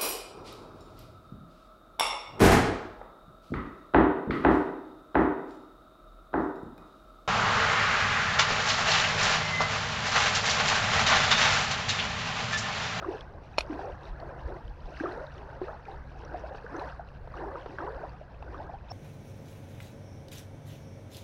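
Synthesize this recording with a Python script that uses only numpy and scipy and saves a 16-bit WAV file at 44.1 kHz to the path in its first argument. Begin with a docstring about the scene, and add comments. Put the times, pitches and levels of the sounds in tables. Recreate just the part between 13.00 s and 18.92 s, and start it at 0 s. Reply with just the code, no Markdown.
"""From the start, small waves lap on a gravel lake shore: their trapped air gurgles upward in pitch, sloshes,
splashes and drains with a fine fizz, over a low breeze and the drone of a far motor. At 0.6 s an angler's
reel clacks into gear close by, its metal parts ringing. From about 1 s, eddies and gusts of wind thump
and rumble on the microphone while the waves keep coming. At 5.9 s, right at the end, one thin chirp."""
import sys
import numpy as np
from scipy import signal
from scipy.fft import rfft, irfft, next_fast_len
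from scipy.io import wavfile
from scipy.ndimage import uniform_filter1d, map_coordinates

SR = 44100
rng = np.random.default_rng(int(sys.argv[2]) if len(sys.argv) > 2 else 0)


def bounce(signal):
    """Save signal as a 16-bit WAV file at the path given by the first command-line argument."""
    frames = np.transpose(np.atleast_2d(signal))
    limited = np.clip(frames, -1, 1)
    pcm = np.round(limited * 32767).astype(np.int16)
    wavfile.write(sys.argv[1], SR, pcm)


N = 261071

# Waves reaching the shore. Each row: break time in seconds, levels of slosh, gulp, splash and fizz in dB,
# run-up in seconds, spill in seconds.
SHORE_WAVES = [(0.093, -41.5, -42, -49, -61, 0.28, 0.047), (0.32, -54, -56, -78, -86, 0.087, 0.092),
               (.74, -42.5, -45.5, -49, -60, 0.16, .15), (1.025, -49, -52.5, -52.5, -69, 0.027, 0.047),
               (1.218, -46.5, -50, -51.5, -66, 0.1, 0.2), (1.483, -44.5, -45, -53, -65.5, 0.05, 0.078),
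               (1.9, -48.5, -54, -59.5, -66, 0.12, 0.021), (2.047, -43, -44.5, -46, -58.5, 0.084, 0.17),
               (2.39, -50.5, -50, -53.5, -67, 0.082, 0.23), (2.68, -42.5, -59, -52, -64.5, 0.089, 0.034),
               (2.87, -50.5, -50.5, -52, -67.5, 0.015, 0.077), (3.16, -54, -56.5, -67, -71, 0.09, 0.19),
               (3.329, -47.5, -49.5, -52.5, -65.5, 0.17, 0.25), (3.749, -42, -47, -44.5, -60, 0.08, 0.11),
               (4.39, -43, -43.5, -48, -64.5, 0.081, 0.19), (4.7, -50, -46.5, -56, -66, 0.059, 0.04),
               (4.802, -41, -55, -47.5, -66, 0.025, 0.085), (5.019, -43.5, -49, -52, -66, 0.14, 0.032),
               (5.512, -48.5, -47.5, -54.5, -66.5, 0.12, 0.2), (5.92, -43, -63, -54, -59, 0.02, .05)]
# Tone of the water's layers, dark to bright. Each row: frequency in Hz, relative level in dB.
GULP_EQ = [(170, -37), (240, -7), (300, -3.5), (420, 1), (520, -11), (800, -61)]
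SLOSH_EQ = [(280, -29), (400, -4), (500, 1), (750, 1.5), (950, -1.5), (1200, -7.5), (2000, -51)]
SPLASH_EQ = [(650, -19.5), (900, 6.5), (1100, -2), (1600, 1.5), (2000, -7.5), (2800, -33), (4500, -39.5),
             (15000, -63)]
FIZZ_EQ = [(1500, -18.5), (2200, 0.5), (2600, 5.5), (3200, -2.5), (4200, -4), (5700, -8), (7200, -23),
           (10000, -27.5), (15000, -46)]
SPATTER_EQ = [(2500, -13.5), (4000, 3.5), (5800, -2), (7600, -17.5), (12000, -34)]
SPRAY_EQ = [(4000, -16), (9500, -0.5), (14000, -19)]
# Hollows closing under the crests. Each row: start in seconds, starting pitch in Hz, starting level in dB,
# length in seconds, climb in octaves.
AIR_HOLLOWS = [(0.082, 339, -38, 0.097, 0.6), (0.718, 288.4, -40, 0.2, 1.17),
               (2.03, 319, -38.5, 0.23, 1.12), (2.624, 388, -42, 0.13, 1.3),
               (3.707, 283.7, -42.5, .22, 1.35), (4.409, 309.4, -41.5, 0.15, 1.06),
               (4.785, 318.7, -40, 0.21, 0.94)]
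# The loudest air pockets. Each row: start in seconds, starting pitch in Hz, level in dB,
# 60 dB decay time in seconds, pitch bend as a fraction (negative falls).
AIR_POCKETS = [(.024, 1260, -31, 0.06, 0.35), (.045, 1094, -23, 0.023, 0.24), (.083, 371, -23, 0.11, 0.34),
               (.697, 304.7, -26.5, 0.2, -0.28), (.791, 710, -22.5, 0.034, 0.34),
               (.834, 663, -29, 0.07, 0.26), (1.229, 647, -28, 0.034, 0.21),
               (1.970, 1660, -34.5, 0.027, 0.0059), (2.000, 1580, -26.5, 0.03, 0.069),
               (2.005, 301, -20, 0.067, 0.25), (2.035, 567, -21, 0.038, 0.15),
               (2.056, 1205, -24.5, 0.062, 0.29), (2.614, 366, -24, .13, 0.5),
               (2.682, 1242, -33.5, 0.055, 0.32), (2.882, 757, -36, 0.18, 0.26),
               (3.343, 725, -27, 0.12, -0.27), (3.437, 599, -31.5, 0.093, 0.97),
               (3.509, 532, -28.5, 0.055, 0.3), (3.641, 474, -32.5, 0.077, 0.18),
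               (3.664, 1360, -31.5, 0.024, 0.34), (3.815, 924, -29.5, 0.053, 0.5),
               (3.994, 640, -29, .065, 0.67), (4.340, 1160, -29.5, 0.022, 0.7),
               (4.398, 840, -29, 0.03, 0.35), (4.555, 1154, -31, 0.04, 0.58), (4.785, 1510, -24, 0.02, .1),
               (4.804, 1277, -28.5, 0.033, .3), (4.822, 935, -28, 0.044, 0.14),
               (4.875, 960, -25, 0.039, 0.012), (5.032, 635, -29, .095, 0.86), (5.212, 600, -29, .032, 0.3),
               (5.544, 1170, -32, 0.04, 0.22), (5.601, 783, -31, .06, 0.56), (5.693, 730, -30, 0.04, .4),
               (5.737, 721, -33, 0.098, 0.8)]
# Droplets falling back. Each row: start in seconds, starting pitch in Hz, level in dB.
DROPLETS = [(0.208, 3240, -33.5), (.732, 2440, -40), (1.054, 3640, -43.5), (1.2, 4220, -41),
            (1.679, 2980, -44), (2.121, 4000, -42), (2.267, 3650, -45), (2.320, 2730, -43),
            (2.38, 2880, -45), (2.853, 2330, -43), (3.249, 5470, -43.5), (3.765, 5900, -43),
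            (3.795, 3950, -36.5), (4.087, 2740, -44.5), (5.093, 4480, -47), (5.425, 2530, -41.5)]
# Crests landing flat. Each row: start in seconds, level in dB, 60 dB decay time in seconds.
CREST_SLAPS = [(.023, -33, .05), (.791, -35, 0.038), (2.036, -31, 0.05), (2.615, -34.5, 0.05),
               (3.234, -40, 0.063), (3.338, -39, 0.049), (3.546, -36, 0.054), (4.274, -37, 0.026),
               (4.659, -30, 0.039), (4.785, -32, 0.057), (4.945, -36, 0.029), (5.424, -38.5, 0.047)]
# The dull tone of a slap. Each row: frequency in Hz, relative level in dB.
SLAP_EQ = [(220, -17), (450, 8), (800, 3.5), (1600, -5.5), (2200, -23.5), (3500, -21.5), (9000, -63)]
# Contacts in the reel. Each row: start in seconds, relative metal level in dB, knock level in dB,
# pitch of the struck part in Hz.
REEL_HITS = [(.5772, -28, -42, 4000), (0.5828, -3.5, -7, 1900), (.5860, -7, -37, 5000),
             (.6064, -21, -40, 4600), (.6076, -15, -30, 2500)]
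# The reel's metal parts. Each row: pitch in Hz, relative level in dB, 60 dB decay time in seconds.
METAL_MODES = [(1265, 1, .008), (2060, -9, .015), (2490, 3, .013), (2980, -10, .018), (3600, 1, .005),
               (4290, 3, .0085), (5200, -7, .012), (5590, -9, .018), (6820, -14, .016), (9000, -29, .02),
               (10180, -26.5, .032)]
# The reel's frame. Each row: pitch in Hz, 60 dB decay time in seconds.
FRAME_MODES = [(630, 0.013), (880, 0.0098)]
# Tone of the reel's case. Each row: frequency in Hz, relative level in dB.
CASE_EQ = [(200, -46), (400, -13), (700, 14), (1700, -3.5), (2500, 3.5), (4400, 0), (5600, -5.5),
           (7200, -18), (11000, -17.5), (13000, -34.5)]
# Gusts on the microphone. Each row: peak time in seconds, level in dB, half width in seconds.
WIND_GUSTS = [(1.27, -42.5, 0.021), (1.62, -44.5, .15), (3.0, -46.5, .1), (4.27, -43.5, 0.086),
              (4.97, -44, .017), (5.6, -46.5, .08)]
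# Eddies that thump the microphone. Each row: peak time in seconds, level in dB, pitch in Hz.
WIND_EDDIES = [(.932, -32.5, 55), (1.119, -29.5, 36.15), (1.461, -27, 58.3), (1.86, -32.5, 33)]
# Tone of the wind rumble and of the open air. Each row: frequency in Hz, relative level in dB.
RUMBLE_EQ = [(12, -12.5), (25, 1), (60, 1.5), (90, -3), (130, -11), (250, -24.5), (600, -68.5)]
AIR_EQ = [(30, -17.5), (60, 3), (110, 0), (175, -3.5), (210, -6), (500, -24), (2000, -26.5), (8000, -57),
          (15000, -66)]
# The far motor's hum. Each row: pitch in Hz, level in dB.
MOTOR_TONES = [(57.5, -51), (136, -55.5), (170, -64)]

# Big pockets come late and go first, the finest bubbles last longest.
# Each fade: swell over the run-up in dB, sag during the spill in dB/s, fall afterwards in dB/s.
GULP_FADE, SLOSH_FADE = (20, 44, 270), (15, 1, 170)
SPLASH_FADE, FIZZ_FADE = (9.6, 18.5, 71), (5.2, 18, 55)


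def waves():
    """Big pockets gulp under the crest, smaller ones slosh and splash, the finest fizz among the stones."""
    _, slosh_db, gulp_db, splash_db, fizz_db, *_ = np.transpose(SHORE_WAVES)
    gulp = froth(GULP_EQ, 244.1, 477, cycles=25.6, count=700)
    slosh = froth(SLOSH_EQ, 438.3, 1062, cycles=41.2, count=1500)
    splash = froth(SPLASH_EQ, 999.5, 2420, cycles=42, count=2200)
    trickle = froth(FIZZ_EQ, 2087, 6470, cycles=28, count=1700, spread_db=5, wash_db=-1)
    trickle = patchy(trickle, depth_db=2.5)
    spatter = froth(SPATTER_EQ, 3400, 6300, cycles=30, count=1300, spread_db=5)
    fizz = unit(amp(3.64 * wobble(24.985)) * trickle)
    crackle = coloured(rng.standard_normal(N) * amp(5 * wobble(690)), SPRAY_EQ)
    return (gulp * lapping(gulp_db, GULP_FADE, ripple_db=-63.5)
            + slosh * lapping(slosh_db, SLOSH_FADE, ripple_db=-56.5)
            + splash * lapping(splash_db, SPLASH_FADE, ripple_db=-64)
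            + fizz * lapping(fizz_db, FIZZ_FADE, ripple_db=-75.5)
            + spatter * lapping(fizz_db - 9.5, FIZZ_FADE)  # only waves throw fine drops, not ripples
            + crackle * lapping(splash_db - 38.5, SPLASH_FADE))


def lapping(levels_db, fade, ripple_db=-np.inf):
    """A layer's envelope: each wave swells as it runs up, sags as it spills and dies into the ripples."""
    t = np.arange(N) / SR
    swell, sag, fall = fade
    power = np.full(N, amp(ripple_db) ** 2)
    for (s, *_, run_up, spill), db in zip(SHORE_WAVES, levels_db):
        age = t - s
        lead_in_db = swell * np.maximum(-age / run_up, 0)
        tail_db = sag * np.clip(age, 0, spill) + fall * np.maximum(age - spill, 0)
        power += amp(db - np.minimum(lead_in_db + tail_db, 100)) ** 2
    return np.sqrt(power)


def froth(eq, low_hz, high_hz, cycles, count, spread_db=4.2, wash_db=-6):
    """A swarm of bubbles of random size and strength over a soft wash, at rms 1."""
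    jitter, size, strength, life = rng.random((count, 4)).T[:, :, None]
    start = (np.arange(count)[:, None] + 2 * jitter) / count
    hz = low_hz * (high_hz / low_hz) ** size
    t60 = cycles * (.5 + life) / hz  # big bubbles ring longer
    t = np.arange(int(min(t60.max(), .12) * SR)) / SR
    gain = amp(-spread_db * np.log(1 - .93 * strength)) * np.sqrt(hz)  # many faint ones, a few strong
    rings = gain * bubble(t, hz, t60, rise=.34)
    index = (start * N).astype(int) + np.arange(len(t))
    swarm = np.bincount(index.ravel(), rings.ravel(), N)[:N]
    return unit(coloured(swarm, eq) + amp(wash_db) * noise(eq))


def bubble(t, hz, t60, rise):
    """An air pocket swells over a cycle or two, rings, and bends in pitch as it nears the surface."""
    age = t / t60
    bend = 1 + rise * np.minimum(age, 1) / 2
    return np.sin(2 * np.pi * hz * t * bend) * amp(-60 * age) * np.tanh(hz * t) ** 2


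def gurgles():
    """A hollow of air shrinks as the crest rolls over it, so its fluttering note climbs ever faster."""
    out = np.zeros(N)
    sag_db, flutter_db = 7, 4
    for s, hz, db, length, climb in AIR_HOLLOWS:
        size = int(length * SR)
        progress = np.arange(size) / size
        pitch = hz * 2 ** (climb * progress ** 1.35) * (1 + .09 * wobble(161.4)[:size])
        flutter = unit(amp(flutter_db * wobble(75)[:size]))
        level = amp(db - sag_db * progress) * flutter * signal.windows.tukey(size, .15)
        add(out, s, level * unit(tone(pitch)))
    return out


def slaps():
    """A crest slapping flat on the shore throws one short, dull spray."""
    return bursts(CREST_SLAPS, attack_s=.0009, eq=SLAP_EQ)


def plops():
    """Single large air pockets shudder in pitch and level as they ring."""
    out, t = np.zeros(N), np.arange(SR // 4) / SR
    for s, hz, db, t60, rise in AIR_POCKETS:
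        shudder = .06 * wobble(hz / 2)[:len(t)]
        flutter = unit(amp(2 * np.tanh(wobble(hz / 2)[:len(t)])))
        uneven_t = t + np.cumsum(shudder) / SR
        add(out, s, amp(db) * bubble(uneven_t, hz, t60, rise) * flutter)
    return out


def drips():
    """Each droplet lands with a little splat around its note."""
    out, t = np.zeros(N), np.arange(SR // 4) / SR
    t60, attack_s = .014, .001
    for s, hz, db in DROPLETS:
        add(out, s, amp(db) * bubble(t, hz, t60, rise=.2) * np.tanh(t / attack_s))
    splats = bursts([(s, db - 7, t60) for s, _, db in DROPLETS], attack_s, FIZZ_EQ)
    return out + splats


def reel():
    """The clutch scrapes, snaps in and rebounds: metal rings, the frame knocks and loose parts rattle."""
    out, t = np.zeros(N), np.arange(SR // 10) / SR
    falloff_db_per_octave = 5.5  # parts tuned near the struck one ring most
    onset = 1 - np.exp(-t / .00088)
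    for s, metal_db, knock_db, struck_hz in REEL_HITS:
        ring = np.zeros(len(t))
        for hz, db, t60 in METAL_MODES:
            mode_db = db - falloff_db_per_octave * abs(np.log2(hz / struck_hz))
            ring += amp(mode_db - 60 * t / t60) * np.sin(2 * np.pi * (hz * t + rng.random()))
        knock = sum(amp(-60 * t / t60) * np.sin(2 * np.pi * hz * t) for hz, t60 in FRAME_MODES)
        add(out, s, (amp(metal_db - 8) * ring + amp(knock_db) * knock) * onset)
    crack = bursts([(s, db - 19, .007) for s, db, *_ in REEL_HITS], attack_s=.0002, eq=CASE_EQ)
    rattle = bursts([(s, db - 33, .08) for s, db, *_ in REEL_HITS], attack_s=.0011, eq=CASE_EQ)
    return out + crack + rattle


def chirp(peak_s=5.917, hz=5394, db=-42, half_width_s=.012):
    """A thin, wavering chirp, perhaps a small bird on the bank."""
    t = np.arange(N) / SR - peak_s
    pitch = hz * (1 + .015 * wobble(400))
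    return amp(db) * np.exp(-(t / half_width_s) ** 2) * tone(pitch)


def wind():
    """Gusts and eddies buffet the microphone over a light breeze and the steady air of the open lake."""
    t = np.arange(N) / SR
    breeze = amp(-49.5 - .2 * t + 2 * wobble(11))  # eases slowly
    gust_power = sum(amp(db) ** 2 * np.exp(-((t - s) / width) ** 2) for s, db, width in WIND_GUSTS)
    thumps = np.zeros(N)
    for s, db, hz in WIND_EDDIES:
        swell = amp(db) * np.exp(-2 * (hz * (t - s)) ** 2)
        thumps += swell * np.sin(2 * np.pi * (hz * t + rng.random()))
    rumble = np.sqrt(breeze ** 2 + gust_power) * noise(RUMBLE_EQ)
    return rumble + thumps + amp(-53) * noise(AIR_EQ)


def motor():
    """A far motor's low tones waver on their way across the water."""
    drift = 1 + .00841 * wobble(2.973)
    return sum(amp(db + 2.4 * wobble(6.6)) * tone(hz * drift) for hz, db in MOTOR_TONES)


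def bursts(rows, attack_s, eq):
    """Short sprays of noise. Each row: start in seconds, level in dB, 60 dB decay time in seconds."""
    level, t = np.zeros(N), np.arange(SR // 8) / SR
    for s, db, t60 in rows:
        add(level, s, amp(db - 60 * t / t60) * np.tanh(t / attack_s) ** 2)
    return level * noise(eq)


def patchy(x, depth_db):
    """Make x shimmer with small random patches of gain in time and frequency, at rms 1."""
    spectra = signal.stft(x, nperseg=512)[2]
    patches = uniform_filter1d(rng.standard_normal(spectra.shape), size=7, axis=0)
    patches = uniform_filter1d(patches, size=4, axis=1)
    return unit(signal.istft(spectra * amp(depth_db * unit(patches)))[1][:N])


def noise(eq):
    """Coloured noise of rms 1."""
    return coloured(rng.standard_normal(N), eq)


def coloured(x, eq):
    """x through an EQ curve of (Hz, dB) points on a log axis, at rms 1."""
    points_hz, db = np.transpose(eq)
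    return unit(filtered(x, lambda hz: amp(np.interp(np.log(hz + 1), np.log(points_hz), db))))


def filtered(x, response):
    """x through a filter given as gain against frequency."""
    size = next_fast_len(N + SR // 2)
    return irfft(rfft(x, size) * response(np.fft.rfftfreq(size, 1 / SR)), size)[:N]


def tone(pitch):
    """A sine that follows a pitch curve in Hz."""
    return np.sin(2 * np.pi * np.cumsum(pitch) / SR)


def wobble(rate):
    """A smooth random curve, rate knots a second."""
    knots = rng.standard_normal(int(N * rate / SR) + 4)
    return map_coordinates(knots, [np.arange(N) * rate / SR])


def add(track, s, sound):
    """Mix a sound into a track at s seconds."""
    part = track[max(round(s * SR), 0):][:len(sound)]
    part += sound[:len(part)]


def amp(db):
    """Decibels to gain."""
    return 10 ** (np.asarray(db) / 20)


def unit(x):
    """Scale to rms 1."""
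    return x / np.sqrt(np.mean(x ** 2) + 1e-20)


def scene():
    """Everything at one microphone in the open air."""
    water = waves() + gurgles() + slaps() + plops() + drips()
    return (water + reel() + chirp() + wind() + motor())[None]


def record(dry):
    """A hard high cut takes off the very top."""
    cutoff_hz = 15700
    return filtered(dry[0], lambda hz: hz < cutoff_hz)[None]


dry = scene()
out = record(dry)
bounce(out)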